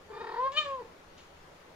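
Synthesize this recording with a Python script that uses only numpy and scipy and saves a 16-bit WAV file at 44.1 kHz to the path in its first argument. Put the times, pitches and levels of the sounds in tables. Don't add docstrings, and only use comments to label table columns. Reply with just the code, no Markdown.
import sys
import numpy as np
from scipy import signal
from scipy.fft import rfft, irfft, next_fast_len
from scipy.io import wavfile
from scipy.ndimage import uniform_filter1d, map_coordinates

SR = 44100
rng = np.random.default_rng(int(sys.argv[2]) if len(sys.argv) > 2 else 0)


def to_wav(s):
    ch = np.atleast_2d(s).T
    pcm = np.round(np.clip(ch, -1, 1) * 32767)
    wavfile.write(sys.argv[1], SR, pcm.astype(np.int16))


N = 77175
T = np.arange(N) / SR


def amp(db):
    return 10 ** (np.asarray(db) / 20)


def unit(x):
    return x / np.sqrt(np.mean(x ** 2) + 1e-20)


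def along(points, hz):
    f, v = np.transpose(points)
    return np.interp(np.log(hz + 1), np.log(f + 1), v)


def curves(rows):
    s, *columns = np.transpose(rows)
    return [np.interp(T, s, column) for column in columns]


def wobble(rate):
    knots = rng.standard_normal(int(N * rate / SR) + 4)
    return map_coordinates(knots, [T * rate])


def filtered(x, response):
    m = next_fast_len(N + SR // 2)
    hz = np.fft.rfftfreq(m, 1 / SR)
    return irfft(rfft(x, m) * response(hz), m)[..., :N]


def hiss(tone):
    return unit(filtered(rng.standard_normal(N), lambda hz: amp(along(tone, hz))))


def step(t, width):
    return .5 + .5 * np.tanh(t / width / 2)


# t/s, depth (0-1), length/s
THROAT_FLAPS = [(.122, .9, .011), (.143, .7, .006), (.157, .8, .009), (.181, 1, .024), (.224, 1, .018),
                (.252, 1, .015), (.278, .7, .011), (.299, 1, .017), (.325, 1, .015), (.350, 1, .014),
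                (.374, .4, .006), (.813, .8, .005), (.826, 1, .01)]
CLOSE_S, OPEN_S = .001, .001
RETUNE = 1.15


def throat_flaps():
    shut, slack = 0, 0
    for s, depth, length in THROAT_FLAPS:
        closing = depth * step(T - s, CLOSE_S)
        shut = shut + closing * step(s + length - T, OPEN_S)
        slack = slack + closing * np.clip(1 - (T - s) / (RETUNE * length), 0, 1)
    return shut, slack


# t/s, fundamental level/dB, second partial level/dB,
# overtones through the nose level/dB, overtones through the open mouth level/dB
CALL_LEVELS = [(.085, -80, -64.5, -71, -90), (.105, -43, -56, -62.5, -90), (.14, -48, -49.5, -53.5, -90),
               (.17, -45.5, -47, -50.5, -88), (.2, -45.5, -43.5, -51, -93),
               (.218, -39.5, -42, -44.5, -93.5), (.247, -48, -38, -47.5, -92),
               (.272, -43, -43.5, -42.5, -84.5), (.295, -44.5, -39, -43.5, -87),
               (.32, -42.5, -36.5, -46, -88.5), (.347, -45, -35, -47.5, -91),
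               (.368, -43, -34.5, -48.5, -96.5), (0.38, -41.5, -34.5, -42.5, -71),
               (0.402, -39.5, -28.5, -53, -63.5), (0.464, -35.5, -29.5, -46.5, -53),
               (0.478, -52, -27, -48, -54), (0.496, -46, -39.5, -63.5, -60), (0.51, -50, -47.5, -55.5, -86),
               (0.52, -45, -49, -61.5, -47.5), (0.538, -57.5, -51, -49.5, -53),
               (0.556, -46, -52.5, -40.5, -43.5), (0.576, -43, -30, -46, -23),
               (0.592, -42, -35.5, -50, -21.5), (0.602, -47, -33.5, -57, -35),
               (0.614, -45, -40.5, -38.5, -32.5), (0.634, -57, -42, -48.5, -51),
               (0.646, -49, -61.5, -49, -50), (0.662, -40.5, -38.5, -50, -46.5),
               (0.672, -43.5, -39, -50, -61), (0.724, -40.5, -36.5, -57, -56),
               (0.756, -41.5, -38.5, -62, -63.5), (0.782, -44.5, -45.5, -74, -78),
               (0.788, -48, -39.5, -62, -73.5), (0.808, -40, -51, -56, -76),
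               (0.818, -42.5, -44.5, -57, -83), (0.83, -49, -48.5, -65, -70), (.838, -68, -57, -71, -95),
               (.858, -63.5, -57, -67, -84), (.87, -52, -66, -73, -83), (.88, -63, -72, -75, -90.5)]
# f/Hz, level/dB
NOSE_TONE = [(1000, 17), (1350, -6), (1800, -0.5), (2150, -12.5), (2600, -27), (3200, -22.5), (4400, -20.5),
             (5000, -24), (6000, -48), (9000, -71.5)]
# f/Hz, level/dB
MOUTH_TONE = [(1500, -27.5), (1830, -18.5), (2400, -8), (3060, -7), (3700, -11), (4300, -20.5), (5000, -39),
              (6100, -38.5), (6900, -35), (7600, -45.5), (8600, -57), (12000, -78)]
FLAP_CUT_DB, FLAP_UPPER_CUT_DB = 13, 16
SHIMMER_DB = .5


def voice(hz, phase, shut, slack):
    first_db, second_db, nose_db, mouth_db = curves(CALL_LEVELS)
    upper_cut = amp(-FLAP_UPPER_CUT_DB * shut)
    gains = [amp(first_db - FLAP_CUT_DB * slack ** 2), amp(second_db) * upper_cut]
    for k in range(3, 16):
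        nose = amp(nose_db + along(NOSE_TONE, k * hz))
        mouth = amp(mouth_db + along(MOUTH_TONE, k * hz))
        gains.append(upper_cut * np.hypot(nose, mouth))
    partials = 0
    for k, gain in enumerate(gains, 1):
        shimmer = amp(SHIMMER_DB * np.sqrt(k) * wobble(70))
        start = np.clip(k - 2, 0, 1) * rng.uniform(0, 2 * np.pi)
        partials = partials - np.sqrt(2) * gain * shimmer * np.cos(k * phase + start)
    return partials


# f/Hz, level/dB
BREATH_TONE = [(250, -31.5), (420, -16.5), (600, -19.5), (950, -1.5), (1250, -6.5), (1850, -12.5),
               (2300, -29.5), (4500, -20), (6000, -56.5), (9000, -60)]
# t/s, level/dB
RASP_LEVEL = [(.515, -85), (.527, -57), (.56, -61), (.585, -56), (.615, -52), (.65, -58), (.7, -63),
              (.77, -76)]
# f/Hz, level/dB
RASP_COLOUR = [(1200, -22), (2200, -9.5), (3000, -4), (3700, -7.5), (4400, -10.5), (5200, -10),
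               (6000, -18.5), (7100, -8), (7700, -22), (9000, -40)]
BREATH_DB, TRILL_BREATH_DB, TRILL_END_S = -26, -14.5, .38


def breath_and_rasp(phase):
    first_db, second_db, _, _ = curves(CALL_LEVELS)
    rasp_db, = curves(RASP_LEVEL)
    breath_db = np.where(T < TRILL_END_S, TRILL_BREATH_DB, BREATH_DB)
    breath_gain = uniform_filter1d(amp(breath_db), size=900)
    breath = np.hypot(amp(first_db), amp(second_db)) * breath_gain * hiss(BREATH_TONE)
    rasp = amp(rasp_db) * hiss(RASP_COLOUR)
    return (breath + rasp) * (1 + 0.89 * np.cos(phase))


# t/s, f/Hz
CALL_PITCH = [(.085, 435), (.17, 450.4), (.215, 460.6), (.3, 459.5), (.345, 469.6), (.378, 471.1),
              (.405, 505.1), (.468, 540), (.5, 534), (.52, 550.8), (.535, 576.5), (.556, 578),
              (.576, 613.1), (.6, 610), (.64, 582.2), (.686, 552.8), (.712, 548.6), (.76, 526.3),
              (.794, 494.7), (.81, 483.7), (.83, 438.5), (.89, 443)]
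FLAP_SAG, JITTER, FLAP_JITTER = .3, .002, .03


def mother():
    pitch, = curves(CALL_PITCH)
    shut, slack = throat_flaps()
    jitter = (JITTER + FLAP_JITTER * shut) * wobble(250)
    hz = pitch * (1 - FLAP_SAG * slack + jitter)
    phase = 2 * np.pi * np.cumsum(hz) / SR
    call = voice(hz, phase, shut, slack) + breath_and_rasp(phase)
    start, end = CALL_LEVELS[0][0], CALL_LEVELS[-1][0]
    return call * (T > start) * np.clip((end - T) / .02, 0, 1)


# t/s, f/Hz, level/dB
MEW_CURVE = [(.11, 1200, -78), (.13, 1190, -54.5), (.17, 1200, -53.5), (.21, 1235, -51), (.26, 1260, -58),
             (.31, 1250, -55.5), (.35, 1230, -79.5)]
MEW_PARTIALS = [0, -9, -12, -25]


def kitten():
    hz, level_db = curves(MEW_CURVE)
    phase = 2 * np.pi * np.cumsum(hz * (1 + 0.0069 * wobble(60))) / SR
    mew = 0
    for k, db in enumerate(MEW_PARTIALS, 1):
        mew = mew + amp(db + 1.9 * wobble(50)) * np.sin(k * phase)
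    return np.sqrt(2) * amp(level_db) * mew * (T > MEW_CURVE[0][0]) * (T < MEW_CURVE[-1][0])


def puff(event, tone, attack):
    s, db, t60 = event
    t = np.clip(T - s, 0, None)
    return amp(db - 60 * t / t60) * (1 - np.exp(-t / attack)) * hiss(tone)


# t/s, level/dB, t60/s
SMACK_EVENT = (.519, -46, .03)
# f/Hz, level/dB
SMACK_COLOUR = [(400, -20), (900, -5), (1500, -6), (2200, -10), (3200, -1), (5000, -3), (6200, -14),
                (8500, -32), (13500, -26), (15500, -26)]


def smack():
    return puff(SMACK_EVENT, SMACK_COLOUR, attack=0.0004)


# t/s, level/dB, t60/s
SCUFF_EVENT = (1.175, -57, .4)
# f/Hz, level/dB
SCUFF_COLOUR = [(800, -14), (2000, -1), (4000, -0.5), (5500, -7.5), (6800, -3), (7600, -25), (12000, -39.5)]


def scuff():
    return puff(SCUFF_EVENT, SCUFF_COLOUR, attack=0.0026)


# f/Hz, left over right level/dB
PORT_LEAN = [(400, 2), (550, 2.5), (950, 4.5), (1100, .6), (1250, 0.5), (1800, -0.5), (2450, -0.1),
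             (3060, 11.5), (3700, 2.5), (5000, 7.5), (9000, 9)]
# f/Hz, left leads/rad
PORT_LEAD = [(300, -0.8), (430, 0.86), (550, -0.53), (1000, -0.74), (1200, -1.32), (1800, -1.15),
             (2450, -0.9), (3700, -1.5), (8000, -1.5)]


def ports(x):
    def half(hz):
        return amp(along(PORT_LEAN, hz) / 2) * np.exp(.5j * along(PORT_LEAD, hz))
    return filtered(x, lambda hz: np.array([half(hz), 1 / half(hz)]))


# f/Hz, likeness (-1 to 1)
PORT_LIKENESS = [(60, 0.97), (130, 0.95), (290, 0.77), (640, 0.3), (1410, -0.0026), (3100, -0.03),
                 (6820, 0.13), (15000, -0.17)]
# f/Hz, t60/s
WALL_DECAY = [(300, .3), (1200, 0.42), (3000, 0.27), (8000, 0.11)]
# f/Hz, level/dB
WALL_TONE = [(300, -16), (1050, -19), (1250, -12), (2500, -9), (8000, -9)]


def walls(x):
    hz, t, z = signal.stft(rng.standard_normal((2, SR // 2)), SR, nperseg=256)
    shared = np.clip(along(PORT_LIKENESS, hz), 0, 1)[:, None] * 2 * z.mean(0)
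    decay = amp(-60 * t / along(WALL_DECAY, hz)[:, None])
    tail = signal.istft((z + shared) * decay, SR, nperseg=256)[1]
    tail = tail / np.linalg.norm(tail, axis=1)[:, None]
    late = np.pad(x, (250, 0))[None]
    answer = signal.fftconvolve(late, tail, axes=1)[:, :N]
    return filtered(answer, lambda hz: amp(along(WALL_TONE, hz)))


# f/Hz, relative level/dB
AIR_TONE = [(20, 1), (48, -10), (86, -3.5), (107, -13.5), (156, -5), (228, -9), (295, -5), (484, -3),
            (743, -6.5), (1200, -8), (2500, -15.5), (6900, -25.5), (7700, -31.5), (12000, -33.5),
            (15500, -38.5)]
# f/Hz, left over right level/dB
AIR_LEAN = [(60, 0), (180, 2), (550, -1.5), (1650, 4.5), (4970, 2.5), (15000, -0.5)]
AIR_DB = -54.5


def air():
    z = signal.stft(rng.standard_normal((2, N)), nperseg=512)[2]
    flicker = uniform_filter1d(rng.standard_normal(z.shape[1:]), size=6, axis=0)
    flicker = uniform_filter1d(flicker, size=12, axis=1)
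    pair = signal.istft(z * amp(1.16 * unit(flicker)), nperseg=512)[1][:, :N]

    def mid_side(hz):
        turn = np.arccos(np.clip(along(PORT_LIKENESS, hz), -1, 1)) / 2
        return amp(along(AIR_TONE, hz)) * [np.cos(turn), np.sin(turn)]
    mid, side = filtered(pair, mid_side)
    both = np.array([mid + side, mid - side])
    both = filtered(both, lambda hz: amp(np.outer([.5, -.5], along(AIR_LEAN, hz))))
    return amp(AIR_DB) * unit(both)


# f/Hz, width/Hz, level/dB
DRONE_BANDS = [(82, 15.7, -68), (165.3, 27, -71)]


def drones():
    total = 0
    for centre, width, db in DRONE_BANDS:
        band = filtered(rng.standard_normal(N), lambda hz: np.exp(-((hz - centre) / width) ** 2))
        total = total + amp(db) * unit(band)
    return total


def scene():
    near = mother() + kitten() + smack() + scuff()
    return ports(near) + walls(near) + air() + drones()


def record(dry):
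    return filtered(dry, lambda hz: hz < 15720)


dry = scene()
out = record(dry)
to_wav(out)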